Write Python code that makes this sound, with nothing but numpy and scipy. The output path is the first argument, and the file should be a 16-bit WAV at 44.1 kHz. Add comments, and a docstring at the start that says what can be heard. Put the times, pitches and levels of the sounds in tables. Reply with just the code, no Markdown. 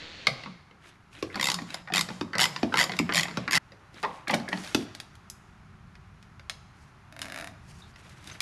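"""A ratchet wrench loosens a car battery terminal in a garage, heard from close above the engine bay.
Runs of pawl clicks come from noise bursts ringing metal modes; between them loose parts knock and squeak.
Blows make the battery case thud with sinking tones. Later the ribbed cable sleeve ticks and zips aside.
Hands and cable rub as filtered noise, a far air tool whirs away in puffs, and ventilation rumbles softly.
Random reflections place the work in the engine bay and the garage."""
import sys
import numpy as np
from scipy import signal
from scipy.fft import rfft, irfft, next_fast_len
from scipy.io import wavfile
from scipy.ndimage import uniform_filter1d

SR = 44100
rng = np.random.default_rng(int(sys.argv[2]) if len(sys.argv) > 2 else 0)


def to_wav(sig):
    """Store sig (one row per channel, or 1-D mono) as 16-bit WAV at the path in sys.argv[1].

    Samples outside -1..1 are clipped; the rate is SR.
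    """
    pcm = np.clip(np.atleast_2d(sig), -1, 1) * 32767
    pcm = np.round(pcm).astype(np.int16)
    wavfile.write(sys.argv[1], SR, pcm.T)  # frames by channels


N = 371010
TIME = np.arange(N) / SR

# In hit tables, level_db is the level before the band balance, and brightness tilts it around PIVOT_HZ.
# Pawl dropping over a tooth: start_s, level_db, brightness_db_per_octave, head_ring_db (re the click)
PAWL_CLICKS = [(1.3968, -25.5, -4.5, 2), (1.4114, -24.5, 0, 0.5), (1.4275, -22.5, -1, -3),
               (1.442, -24.5, 2.5, -2), (1.4555, -25, 1, -3), (1.470, -23, 1.5, -1),
               (1.4855, -19, -2.5, -4.5), (1.500, -23.5, 1.5, -4), (1.5166, -22, -1, -7),
               (1.5425, -22.5, 0, -16), (1.743, -26.5, -1.5, -6.5), (1.9375, -23.5, 1, 2.5),
               (1.948, -24, -1, 1), (1.9585, -21, 0.5, -2), (1.9685, -21, -0.5, -0.5),
               (1.9793, -20.5, 0, -1.5), (1.992, -23.5, 0.5, 2), (2.0097, -21.5, 1.5, -4.5),
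               (2.3823, -24, 1, -2), (2.3924, -21, -4, 1), (2.4008, -20, -0.5, -2), (2.409, -21.5, 2, 3),
               (2.4155, -18, 0, -3), (2.422, -22, 0, -3), (2.4303, -19.5, 0, -5), (2.4396, -18.5, 0, 1.5),
               (2.4542, -21, -1, -1), (2.7405, -21, -6, 0), (2.7718, -22, -1, 4), (2.7815, -23, -1, 3),
               (2.7895, -22.5, 1, 6.5), (2.7973, -22.5, 0.5, 6), (2.8045, -20.5, -2.5, -1),
               (2.8116, -22, 1, 4.5), (2.8202, -23.5, -2, -5), (2.8285, -25, 0.5, 1), (2.8392, -22, 0, -7),
               (2.989, -23, 0, -1), (3.137, -32, 3, 0), (3.146, -22.5, 0, -1), (3.156, -21.5, 1, -5),
               (3.163, -26, -0.5, -1), (3.1695, -22, 1, 1.5), (3.1778, -19.5, -1, 1),
               (3.1863, -24.5, 1.5, -2), (3.195, -23.5, 0.5, 3), (3.2085, -26.5, 1.5, -6),
               (3.2317, -28.5, 2, 3.5), (3.5096, -26, 0.5, 0), (3.5217, -29, 3, 5), (3.5308, -22.5, 1, 3),
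               (3.5383, -25.5, 0.5, 6), (3.5462, -21.5, -1, 2), (3.5528, -21, 1, 2), (3.5594, -21.5, 0, 0),
               (3.5662, -22.5, -1, -4), (3.5735, -24.5, 0.5, 7)]
# Socket, nut and clamp knocking: start_s, level_db, brightness_db_per_octave, low_thud_db (re the knock)
METAL_KNOCKS = [(.2695, -10, 2, -20.5), (.436, -35, 0, -12), (.46, -37, -7, -4), (.474, -56, -17.5, -9),
                (.711, -48, -3.5, -8), (1.344, -34, 0, -15), (1.3565, -31.5, 7, -11), (1.375, -35, -6, -2),
                (1.588, -29.5, -5, -13), (1.704, -37, 7, -16), (1.874, -42.5, -1, -26),
                (1.885, -42, -3, -20), (1.901, -38.5, -10.5, -8), (1.922, -30, -1.5, -3.5),
                (2.088, -32.5, 2, -3.5), (2.332, -32, 1, -16), (2.353, -25, 0.5, -8.5),
                (2.562, -24, 0.5, -19.5), (2.726, -34, 0, -7), (2.757, -28.5, 6, -8),
                (2.895, -25.5, -3.5, -12.5), (2.919, -26.5, 3.5, -9.5), (2.936, -30, -2, -8),
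                (2.967, -41, 10.5, -10), (3.093, -27, -4, -9.5), (3.123, -21.5, -1, -27),
                (3.254, -29.5, -5, -25), (3.283, -30.5, -2, -12), (3.311, -35.5, 0, -7),
                (3.478, -27, 1.5, -13), (3.72, -45.5, 2.5, -1.5), (3.943, -53, 9, 3),
                (4.029, -37.5, 9.5, -7.5), (4.035, -25.5, -7, -11.5), (4.041, -28, -10, -20),
                (4.0485, -25.5, -6, -34), (4.281, -32.5, 9.5, -1), (4.299, -21, -6, -19),
                (4.311, -33, 8, 5), (4.332, -28, -8.5, -6), (4.343, -31, 13, -14), (4.399, -41, 5, -7),
                (4.488, -40.5, 11.5, 5), (4.529, -20.5, -4, -13), (4.574, -37.5, 6, -10)]
# Wrench and clamp hitting the battery: start_s, crack_db, brightness_db_per_octave, thud_peak_db,
# start_pitch_hz, final_pitch_hz, swell_s
BATTERY_BLOWS = [(.277, -41, -2, -30, 260, 154, 0.0077), (1.226, -28.5, 2.5, -21, 603, 244, 0.0034),
                 (1.366, -48, -8, -32.5, 397, 210, .007), (1.619, -39, 2, -31, 396, 168, 0.0055),
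                 (2.103, -35, -4, -35, 400, 180, 0.0088), (2.211, -25.5, -1.5, -22.5, 610, 200, 0.005),
                 (2.6305, -23.5, -3, -16, 615, 179, 0.0054), (2.997, -30.5, -5.5, -18, 530, 181, 0.006),
                 (3.372, -23.5, 0, -24, 504, 132, 0.0072), (4.309, -35, 10, -36, 500, 220, 0.0056),
                 (4.3375, -24, -2, -35, 506, 200, 0.0038), (4.345, -39, -6, -22.5, 400, 194, 0.0061),
                 (4.747, -17, 5, -15, 620, 200, 0.0049)]
# Plastic cable sleeve catching on edges: start_s, level_db, brightness_db_per_octave
SLEEVE_TICKS = [(4.637, -38, -2), (4.647, -33, -3), (4.675, -34, -3), (4.95, -32, -2), (5.001, -28.5, -2),
                (5.154, -50.5, 1), (5.3, -47.5, 9), (5.954, -44, -6.5), (6.227, -46.5, -2.5),
                (6.396, -39.5, -7.5), (6.497, -21.5, -3), (7.2175, -25, -1), (7.96, -41.5, -5.5),
                (8.095, -54.5, 3.5), (8.243, -51, 2.5), (8.274, -40.5, 1.5), (8.299, -35, -5.5),
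                (8.314, -37, -7), (8.4048, -19, -1)]
# Ribs of the sleeve pulled over an edge: start_s, level_db, brightness_db_per_octave
RIB_SNAPS = [(7.1252, -39.5, -1.5), (7.165, -36.5, -2.5), (7.192, -31.5, 0), (7.2168, -29.5, 1),
             (7.2282, -31, -1), (7.245, -35, -4), (7.2562, -31.5, -1.5), (7.2667, -38, -4),
             (7.284, -36, -1), (7.3, -32.5, -2.5), (7.322, -28.5, -1), (7.344, -30, -2),
             (7.3608, -28, -1.5), (7.3757, -29.5, -2), (7.3872, -30, -1), (7.3993, -31, -2.5),
             (7.411, -31, -0.5), (7.4244, -33.5, -4.5), (7.444, -30.5, -1), (7.4734, -30.5, -1.5)]
# Parts slipping under load: start_s, length_s, start_pitch_hz, final_pitch_hz, half_width_hz,
# level_db (before the fades)
SLIPS = [(1.3, 0.073, 1880, 1750, 300, -47.5), (1.344, 0.01, 1650, 1450, 400, -35),
         (1.355, 0.018, 1280, 850, 372, -27), (1.875, 0.038, 1520, 1150, 350, -39.5),
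         (2.332, .034, 1620, 1750, 420, -29), (2.354, 0.053, 1380, 1150, 354, -31),
         (2.722, .016, 1400, 1250, 220, -30), (2.741, 0.0094, 1090, 800, 300, -24.5),
         (2.757, 0.032, 1400, 1600, 500, -29.5), (2.989, 0.024, 2230, 2200, 300, -26.5),
         (3.092, 0.068, 1500, 1190, 452, -29), (3.4778, 0.027, 1710, 1400, 424, -23),
         (4.03, 0.028, 1020, 900, 200, -29.5), (4.045, 0.014, 930, 744, 200, -20.5),
         (4.272, 0.037, 1950, 1700, 400, -33.5), (4.295, .02, 2100, 1500, 513, -25),
         (4.313, 0.011, 2550, 2450, 350, -31), (4.338, 0.018, 2400, 1430, 495, -22.5),
         (4.479, 0.04, 1880, 1700, 270, -34), (4.519, .025, 1710, 1950, 240, -31),
         (7.82, 0.11, 3770, 3830, 300, -59), (7.938, .03, 4680, 4500, 120, -60),
         (8.314, 0.039, 6300, 6200, 70, -52)]
# Hand on wrench and clamp: start_s, length_s, scrape_db, hiss_db
HAND_RUBS = [(0.8, 0.19, -54, -62.5), (1.1, 0.24, -53, -56), (1.301, 0.36, -47, -56.5),
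             (1.659, 0.18, -46, -54), (2.04, 0.27, -59, -59), (2.45, 0.92, -53.5, -61.5),
             (3.102, 0.44, -51, -74), (3.919, 0.35, -54, -59), (4.334, 0.24, -60, -71),
             (4.499, 0.37, -49, -48.5), (4.774, 0.3, -57.5, -86)]
# Cable sliding aside: start_s, length_s, scrape_db, hiss_db
CABLE_SLIDES = [(6.737, 0.22, -82, -65.5), (7.61, 0.35, -71, -61.5), (7.935, 0.46, -60, -62),
                (8.249, 0.21, -49, -57)]
# Moving air: time_s, rumble_db, air_db
VENTILATION_LEVELS = [(0, -67.5, -60), (1.1, -58, -61), (3.6, -58, -58.5), (4.9, -57, -57),
                      (5.8, -51.5, -60), (7.0, -55, -58.5), (7.6, -51, -58), (8.4, -52.5, -58)]
# Far air tool: time_s, turns_per_s, level_db
TOOL_SPEED = [(0, 156, -43), (.12, 167, -46), (.24, 80, -45.5), (.45, 118, -49.5), (.7, 120, -76),
              (.9, 130, -110)]

# Band edges of each kind of hit: edge_hz
PAWL_EDGES = [500, 1400, 2800, 5500, 14000]
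KNOCK_EDGES = [130, 450, 1300, 2600, 5200, 14000]
BLOW_EDGES = [600, 1300, 2600, 5500, 14000]
SLEEVE_EDGES = [500, 2000, 6000, 14000]
# Balance of each kind of hit, one value for each band: balance_db
PAWL_BALANCE = [-9.5, -1.5, -1.5, -7.5]
KNOCK_BALANCE = [-2.5, -12.5, -4, -8, -26.5]
BLOW_BALANCE = [-5.5, -7.5, -7.5, -23.5]
SLEEVE_BALANCE = [-14, -4.5, -9]
RIB_BALANCE = [-9.5, -8, -13]

# Ringing modes of each part: pitch_hz, width_hz, relative_level_db
WRENCH_RING = [(1030, 400, 6), (2020, 180, 14.5), (2550, 130, -1), (3220, 490, 3), (3800, 460, 3.5),
               (4420, 440, 4), (5000, 450, -0.5), (6890, 320, 7.5), (11100, 1200, -10.5)]
CLAMP_RING = [(184, 38, 14), (329.6, 39, 1.7), (797, 89, 21.6), (970, 130, 16), (1010, 560, 7),
              (1520, 100, 9.3), (1902, 210, 18.5), (3850, 1100, 21.7), (4500, 600, 1.7), (6900, 1400, 2)]
BATTERY_RING = [(77, 17, -32), (173.8, 21, 2), (250, 160, -18), (320, 71, -4), (357, 49, 13.5),
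                (440, 18, -17.5), (640, 140, -13), (860, 170, -30), (1050, 52, -6), (2200, 230, -14.5)]
CASE_WALL_RING = [(166, 30, 35.5), (475, 130, 16)]
SLEEVE_RING = [(1793, 100, -24), (2395, 430, 8.5), (3330, 1240, 21), (4500, 280, 15), (7800, 540, -20.5),
               (9660, 940, 0)]
RIB_RING = [(1730, 280, 7), (2400, 770, 10), (3730, 210, 7), (4850, 210, -1), (6800, 810, -8),
            (9900, 1500, -2)]
HOLLOW_RING = [(283, 74, 21.5), (674, 90, 27.5)]  # air inside the sleeve

# Spectrum shapes of the steady noises: frequency_hz, relative_level_db
SCRAPE_SHAPE = [(180, -22), (300, 1), (411, -11.5), (655, -5.5), (804, -15), (1400, -5.5), (1640, -5),
                (2620, -6.5), (3050, -11), (4000, -9), (5200, -49), (8800, -120)]
HISS_SHAPE = [(1760, -2), (3000, -1), (3950, -7), (4460, 0.5), (6870, -3), (8290, -6.5), (11000, -8.5),
              (13400, -18), (15000, -72)]
RUMBLE_SHAPE = [(12, -45), (20, -17), (97, -4), (157, -7.5), (217, -12), (254, -21), (285, -43), (347, -60),
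                (375, -18.5), (411, -44.5), (450, -36), (580, -48), (990, -120)]
AIR_SHAPE = [(180, -13), (300, -7), (405, -9), (478, -17.5), (774, -8), (915, -8), (1340, -6), (1510, -8.5),
             (2840, -17.5), (3130, -20.5), (6850, -28.5), (7820, -35), (9550, -33.5), (16000, -42)]
TOOL_SHAPE = [(240, -5.5), (400, -9), (470, -8), (910, -16), (1030, -15.5), (1220, -14), (2040, -7.5),
              (2240, -9.5), (2710, -7), (2980, -10), (4340, -7.5), (4960, -18.5), (6860, -24), (10000, -47),
              (13000, -79.5), (22000, -120)]

# Reflections from nearby parts, engine bay and garage: frequency_hz, level_db (re the sound sent in), t60_s
NEAR_ECHOES = [(97.4, 0, 0.024), (986, -4, 0.032), (4050, -1.5, 0.016), (13800, -5, 0.081)]
BAY_ECHOES = [(101.6, 4.5, 1), (187, 8, 0.32), (434, 1.5, 0.29), (1030, -5, 0.056), (3030, -8.5, 0.16),
              (7000, -8, 0.18), (14250, -12, 0.29)]
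GARAGE_ECHOES = [(101.3, 7.5, 0.29), (200, -9, 0.84), (535, -1, 0.57), (1993, -15.5, 0.88),
                 (5000, -14, 0.74), (7840, -12, 0.85), (14000, -33, 0.92)]
# Shape of the stereo side signal: frequency_hz, relative_level_db
SIDE_SHAPE = [(100, -54), (500, -58.5), (1000, -67), (4000, -29.5), (8000, -18), (11000, -8.5), (13500, 15)]

PIVOT_HZ = 2000
RUB_ATTACK_S, RUB_RELEASE_S = 0.054, 0.13
GRIT_PER_S, GRIT_DB = 110, -6  # tiny metal ticks; dB re the scrape
SQUEAK_FADE_DB = -15  # over the length of a squeak, as the load eases
CHATTER_S, CHATTER_DB = 0.008, -9  # nominal time between slips; fall of each before the next
SAG_S = 0.0044  # the pitch of a thud sinks as the blow spreads through the case
TRAY_HZ, TRAY_DB, TRAY_SWELL_S = 104, -20, 0.01  # battery rocking on its tray; dB re the thud
HOLLOW_FOLLOWS = 0.36  # share of a rib's change in level that reaches the hollow
SHIFTS_PER_S = 32
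PAWL_ECHO_DB, THUD_ECHO_DB, RIB_ECHO_DB = -2, -8, 0.5  # sent into the reflections
BREAK_S = 3.583  # the work and its ringing break off short here
CUTOFF_HZ = 16000


def from_db(db):
    """Turn decibels into a gain."""
    return 10 ** (np.asarray(db) / 20)


def rms_one(x):
    """Scale a sound to an rms of 1."""
    return x / np.sqrt(np.mean(x ** 2) + 1e-20)


def in_time(rows):
    """Read the columns of a curve at every sample."""
    s, *columns = np.transpose(rows)
    return [np.interp(TIME, s, column) for column in columns]


def at_hz(rows, hz):
    """Read the columns of a table on a log-frequency axis."""
    table_hz, *columns = np.transpose(rows)
    return [np.interp(np.log(hz + 1e-9), np.log(table_hz), column) for column in columns]


def colour(x, spectrum):
    """Filter a sound by a smooth spectrum."""
    size = next_fast_len(N)
    hz = np.arange(size // 2 + 1) * SR / size
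    gain = from_db(at_hz(spectrum, hz)[0])
    return irfft(rfft(x, size) * gain, size)[:N]


def band(x, low, high, order=3):
    """Keep one band of frequencies."""
    sos = signal.butter(order, [low, high], "band", fs=SR, output="sos")
    return signal.sosfilt(sos, x + 1e-18)


def drift(rate):
    """Wander at random with an rms of 1, through rate new points per second."""
    knots = rng.standard_normal(N // 10)
    return rms_one(np.interp(TIME * rate, np.arange(len(knots)), knots))


def resonate(x, hz, width):
    """Ring one resonance with a gain of 1 at its peak; a narrower one rings longer."""
    r = np.exp(-np.pi * width / SR)
    feed = np.array([1, 0, -1]) * (1 - r * r) / 2
    feedback = [1, -2 * r * np.cos(2 * np.pi * hz / SR), r * r]
    return signal.lfilter(feed, feedback, x + 1e-18)


def drum(hits, modes, vary_db):
    """Each hit jolts a hollow body and rings its modes."""
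    jolts = np.zeros(N)
    for s, db, *_ in hits:
        strength = from_db(db + vary_db * rng.standard_normal())
        jolts[int(s * SR)] = strength * rng.choice([-1, 1])
    return sum(from_db(db) * resonate(jolts, hz, width) for hz, width, db in modes)


def strike(hits, bands_hz, modes, contact_t60, rise_s, snap_db, crack_db, vary_db, balance_db,
           detune=0, hold_s=0, own_band=0):
    """Each hit is a brief chatter of contact that cracks and rings modes; its brightness tilts the bands.

    Grip and point of contact change the strength and tuning (detune, octaves) of the modes. A fourth column
    sets the level of one band (own_band) apart from the tilt."""
    times, level_db, brightness, *own_db = np.transpose(hits)
    t = TIME[:SR // 8]
    fade = from_db(-60 * np.maximum(t - hold_s, 0) / contact_t60)
    pressure = (1 - np.exp(-(t / rise_s) ** 2)) * fade
    contact = rng.standard_normal((len(hits), len(t))) * pressure
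    # the first touch adds one clean impulse
    contact[:, 0] += from_db(snap_db) * np.linalg.norm(pressure)

    strengths = from_db(vary_db * rng.standard_normal((len(hits), len(modes))))
    tunings = 2 ** (detune * rng.uniform(-0.87, 1, (len(hits), len(modes))))
    rung = from_db(crack_db) * contact
    for k, (hz, width, db) in enumerate(modes):
        rings = np.array([resonate(touch, hz * tuning, width)
                          for touch, tuning in zip(contact, tunings[:, k])])
        rung = rung + from_db(db) * strengths[:, [k]] * rings

    sounds = 0
    for k, (low, high) in enumerate(zip(bands_hz, bands_hz[1:])):
        part = band(rung, low, high)
        power = uniform_filter1d(part ** 2, size=256, axis=1)
        loudest = np.sqrt(power.max(axis=1))
        if own_db and k == own_band:
            lift_db = own_db[0]
        else:
            lift_db = brightness * np.log2(np.sqrt(low * high) / PIVOT_HZ)
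        gain = from_db(level_db + balance_db[k] + lift_db) / loudest
        sounds = sounds + part * gain[:, None]

    out = np.zeros(N + len(t))
    for s, sound in zip(times, sounds):
        start = int(s * SR)
        out[start:start + len(t)] += sound
    return out[:N]


def far_tool():
    """An air tool whirs away: a slightly uneven puff at every turn, blurred by rushing air."""
    speed, level_db = in_time(TOOL_SPEED)
    turns = np.cumsum(speed * (1 + 0.0025 * drift(60))) / SR
    puffs = rms_one(np.diff(np.floor(turns), prepend=0))
    rush = 1.9 * rng.standard_normal(N)
    return from_db(level_db) * rms_one(colour(puffs + rush, TOOL_SHAPE))


def ventilation():
    """A slightly wavering low rumble under smooth moving air, both made of filtered noise."""
    rumble_db, air_db = in_time(VENTILATION_LEVELS)
    rumble = rms_one(colour(rng.standard_normal(N), RUMBLE_SHAPE))
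    air = rms_one(colour(rng.standard_normal(N), AIR_SHAPE))
    return from_db(rumble_db + 0.37 * drift(34)) * rumble + from_db(air_db) * air


def terminal():
    """Loose metal knocks, and the crack of the heavier blows on the battery case."""
    vary_db, detune = 3, 0.22
    knocks = strike(METAL_KNOCKS, KNOCK_EDGES, CLAMP_RING, contact_t60=0.012, rise_s=0.0007,
                    snap_db=0, crack_db=6, vary_db=vary_db, balance_db=KNOCK_BALANCE, detune=detune)
    blows = [row[:3] for row in BATTERY_BLOWS]
    cracks = strike(blows, BLOW_EDGES, BATTERY_RING, contact_t60=0.014, rise_s=0.001,
                    snap_db=1, crack_db=-6, vary_db=vary_db, balance_db=BLOW_BALANCE, detune=detune)
    return knocks + cracks


def swell(t, peak_s):
    """Rise to a peak of 1 at peak_s, then die away."""
    return (t / peak_s * np.exp(1 - t / peak_s)) ** 2


def thuds():
    """The damped battery case swings deeply, sinking in pitch; the tray follows and the walls ring on."""
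    out, t = np.zeros(N + SR), TIME[:SR // 8]
    tray = from_db(TRAY_DB) * swell(t, TRAY_SWELL_S) * np.sin(2 * np.pi * TRAY_HZ * t)
    for s, _, _, db, start_hz, end_hz, swell_s in BATTERY_BLOWS:
        hz = end_hz + (start_hz - end_hz) * np.exp(-t / SAG_S)
        case = swell(t, swell_s) * np.sin(2 * np.pi * np.cumsum(hz) / SR)
        start = int(s * SR)
        out[start:start + len(t)] += from_db(db) * (case + tray)
    jolts = [(s, db) for s, _, _, db, *_ in BATTERY_BLOWS]
    return out[:N] + drum(jolts, CASE_WALL_RING, vary_db=2.5)


def friction(spectrum, grain_db, patchy_db):
    """Countless tiny slips of uneven size, coming in clumps."""
    size_db = grain_db * drift(830) + patchy_db * drift(45)
    slips = rng.standard_normal(N) * from_db(size_db)
    return rms_one(colour(slips, spectrum))


def grit():
    """Sparse little metal ticks, each ringing briefly at one of ten pitches."""
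    pitches = np.geomspace(1100, 3200, num=10)
    sizes = from_db(4 * np.minimum(rng.exponential(1, N), 3))
    ticks = sizes * (rng.random(N) < GRIT_PER_S / SR)
    dealt = rng.integers(0, len(pitches), N)
    return rms_one(sum(resonate(ticks * (dealt == k), hz, 0.1 * hz) for k, hz in enumerate(pitches)))


def rubbing(strokes, patchy_db, ticks=0):
    """A low scrape and a fine hiss swell, hold and fade with the pressure."""
    scrape = friction(SCRAPE_SHAPE, grain_db=-3.0, patchy_db=patchy_db) + ticks
    hiss = friction(HISS_SHAPE, grain_db=1.5, patchy_db=patchy_db)
    out = 0
    for s, length, scrape_db, hiss_db in strokes:
        rise = (TIME - s) / RUB_ATTACK_S
        fall = (s + length - TIME) / RUB_RELEASE_S
        pressure = np.clip(np.minimum(rise, fall), 0, 1)
        out = out + pressure * (from_db(scrape_db) * scrape + from_db(hiss_db) * hiss)
    return out


def handling():
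    """Metal rubs grittily under the hand; the plastic cable slides smoothly."""
    hand = rubbing(HAND_RUBS, patchy_db=3.0, ticks=from_db(GRIT_DB) * grit())
    return hand + rubbing(CABLE_SLIDES, patchy_db=2.9)


def squeaks():
    """A part sticks and slips in a quick row, ringing one resonance that glides as the load eases."""
    out = np.zeros(N)
    for s, length, start_hz, end_hz, half_width_hz, db in SLIPS:
        count = int(length * SR)
        since_slip = (TIME[:count] / (CHATTER_S * rng.uniform(0.8, 1.4))) % 1
        slips = rng.standard_normal(count) * from_db(CHATTER_DB * since_slip)
        # turning the noise down to 0 Hz and back lets a low-pass act as a gliding resonance
        turn = np.exp(2j * np.pi * np.cumsum(np.geomspace(start_hz, end_hz, count)) / SR)
        low_pass = signal.butter(2, half_width_hz, fs=SR, output="sos")
        ringing = signal.sosfilt(low_pass, slips / turn)
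        tone = rms_one((ringing * turn).real)
        progress = np.linspace(0, 1, count)
        fade = from_db(db + SQUEAK_FADE_DB * progress) * (1 - progress)
        start = int(s * SR)
        out[start:start + count] += fade * tone
    return out


def ratchet():
    """The pawl snaps onto each tooth and chatters; the jolt makes the battery case drum softly."""
    snaps = strike(PAWL_CLICKS, PAWL_EDGES, WRENCH_RING, contact_t60=0.008, rise_s=0.00056,
                   snap_db=-5, crack_db=-3.5, vary_db=1.5, balance_db=PAWL_BALANCE,
                   detune=0.06, hold_s=0.0015, own_band=1)
    case = drum(PAWL_CLICKS, BATTERY_RING, vary_db=3.5)
    return snaps + from_db(26.5) * band(case, 125, 205, order=2)


def sleeve():
    """Light, dry plastic ticks: short contacts that ring the sleeve."""
    return strike(SLEEVE_TICKS, SLEEVE_EDGES, SLEEVE_RING, contact_t60=0.005, rise_s=0.0019,
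                  snap_db=5, crack_db=-5, vary_db=2, balance_db=SLEEVE_BALANCE, detune=0.15)


def ribs():
    """Each rib snaps over an edge; the air in the hollow sleeve rings on through the whole run."""
    snaps = strike(RIB_SNAPS, SLEEVE_EDGES, RIB_RING, contact_t60=0.006, rise_s=0.0095,
                   snap_db=5, crack_db=-3, vary_db=2, balance_db=RIB_BALANCE)
    usual_db = np.median([db for _, db, _ in RIB_SNAPS])
    puffs = [(s, usual_db + HOLLOW_FOLLOWS * (db - usual_db)) for s, db, _ in RIB_SNAPS]
    return snaps + drum(puffs, HOLLOW_RING, vary_db=1)


def echoes(space, onset_s):
    """Dense reflections build up and then die away, band by band."""
    t, edges, out = TIME[:SR], np.geomspace(70, 17000, 15), 0
    for low, high in zip(edges, edges[1:]):
        db, t60 = at_hz(space, np.sqrt(low * high))
        build_up = 1 - np.exp(-(t / onset_s) ** 2)
        tail = band(rng.standard_normal(SR), low, high, order=2) * from_db(-60 * t / t60) * build_up
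        # give each band energy in step with its width
        out = out + from_db(db) * tail * np.sqrt(2 * (high - low) / SR / np.sum(tail ** 2))
    return out


def shifting(x, space, onset_s, count=3):
    """Hand, arm and tool keep moving, so the sound wanders between patterns of reflections."""
    shares = np.array([drift(SHIFTS_PER_S) for _ in range(count)])
    shares /= np.linalg.norm(shares, axis=0)
    return sum(signal.oaconvolve(x * share, echoes(space, onset_s))[:N] for share in shares)


def scene():
    """The work echoes in the engine bay and garage; the sound is central, wide only in the top octave."""
    clicks, body, zip_run = ratchet(), thuds(), ribs()
    knocks = terminal() + squeaks() + sleeve()
    work = from_db(PAWL_ECHO_DB) * clicks + knocks
    direct = clicks + knocks + body + zip_run + shifting(work, NEAR_ECHOES, onset_s=0.00049)
    sent = work + from_db(THUD_ECHO_DB) * body + from_db(RIB_ECHO_DB) * zip_run

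    # the sound of the work drops out for 0.1 s, and its earlier echoes break off
    early = np.clip((BREAK_S - TIME) / 0.003, 0, 1)
    late = TIME > BREAK_S + 0.1
    garage = echoes(GARAGE_ECHOES, onset_s=0.0057)

    def reflect(x):
        """Add shifting engine bay reflections to steady garage ones."""
        return shifting(x, BAY_ECHOES, onset_s=0.0058, count=2) + signal.oaconvolve(x, garage)[:N]

    first, second = reflect(sent * early), reflect(sent * late)
    mid = direct * (early + late) + first * early + second
    mid = mid + handling() + far_tool() + ventilation()
    delayed = np.interp(TIME - 0.0011, TIME, mid)
    side = from_db(-6.0) * colour(delayed, SIDE_SHAPE)
    return np.array([mid + side, mid - side])


def record(dry):
    """The treble rolls off above 12 kHz and the top is cut."""
    soft = signal.sosfilt(signal.butter(7, 12000, fs=SR, output="sos"), dry)
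    return signal.sosfilt(signal.ellip(10, 0.1, 80, CUTOFF_HZ, fs=SR, output="sos"), soft)


dry = scene()
out = record(dry)
to_wav(out)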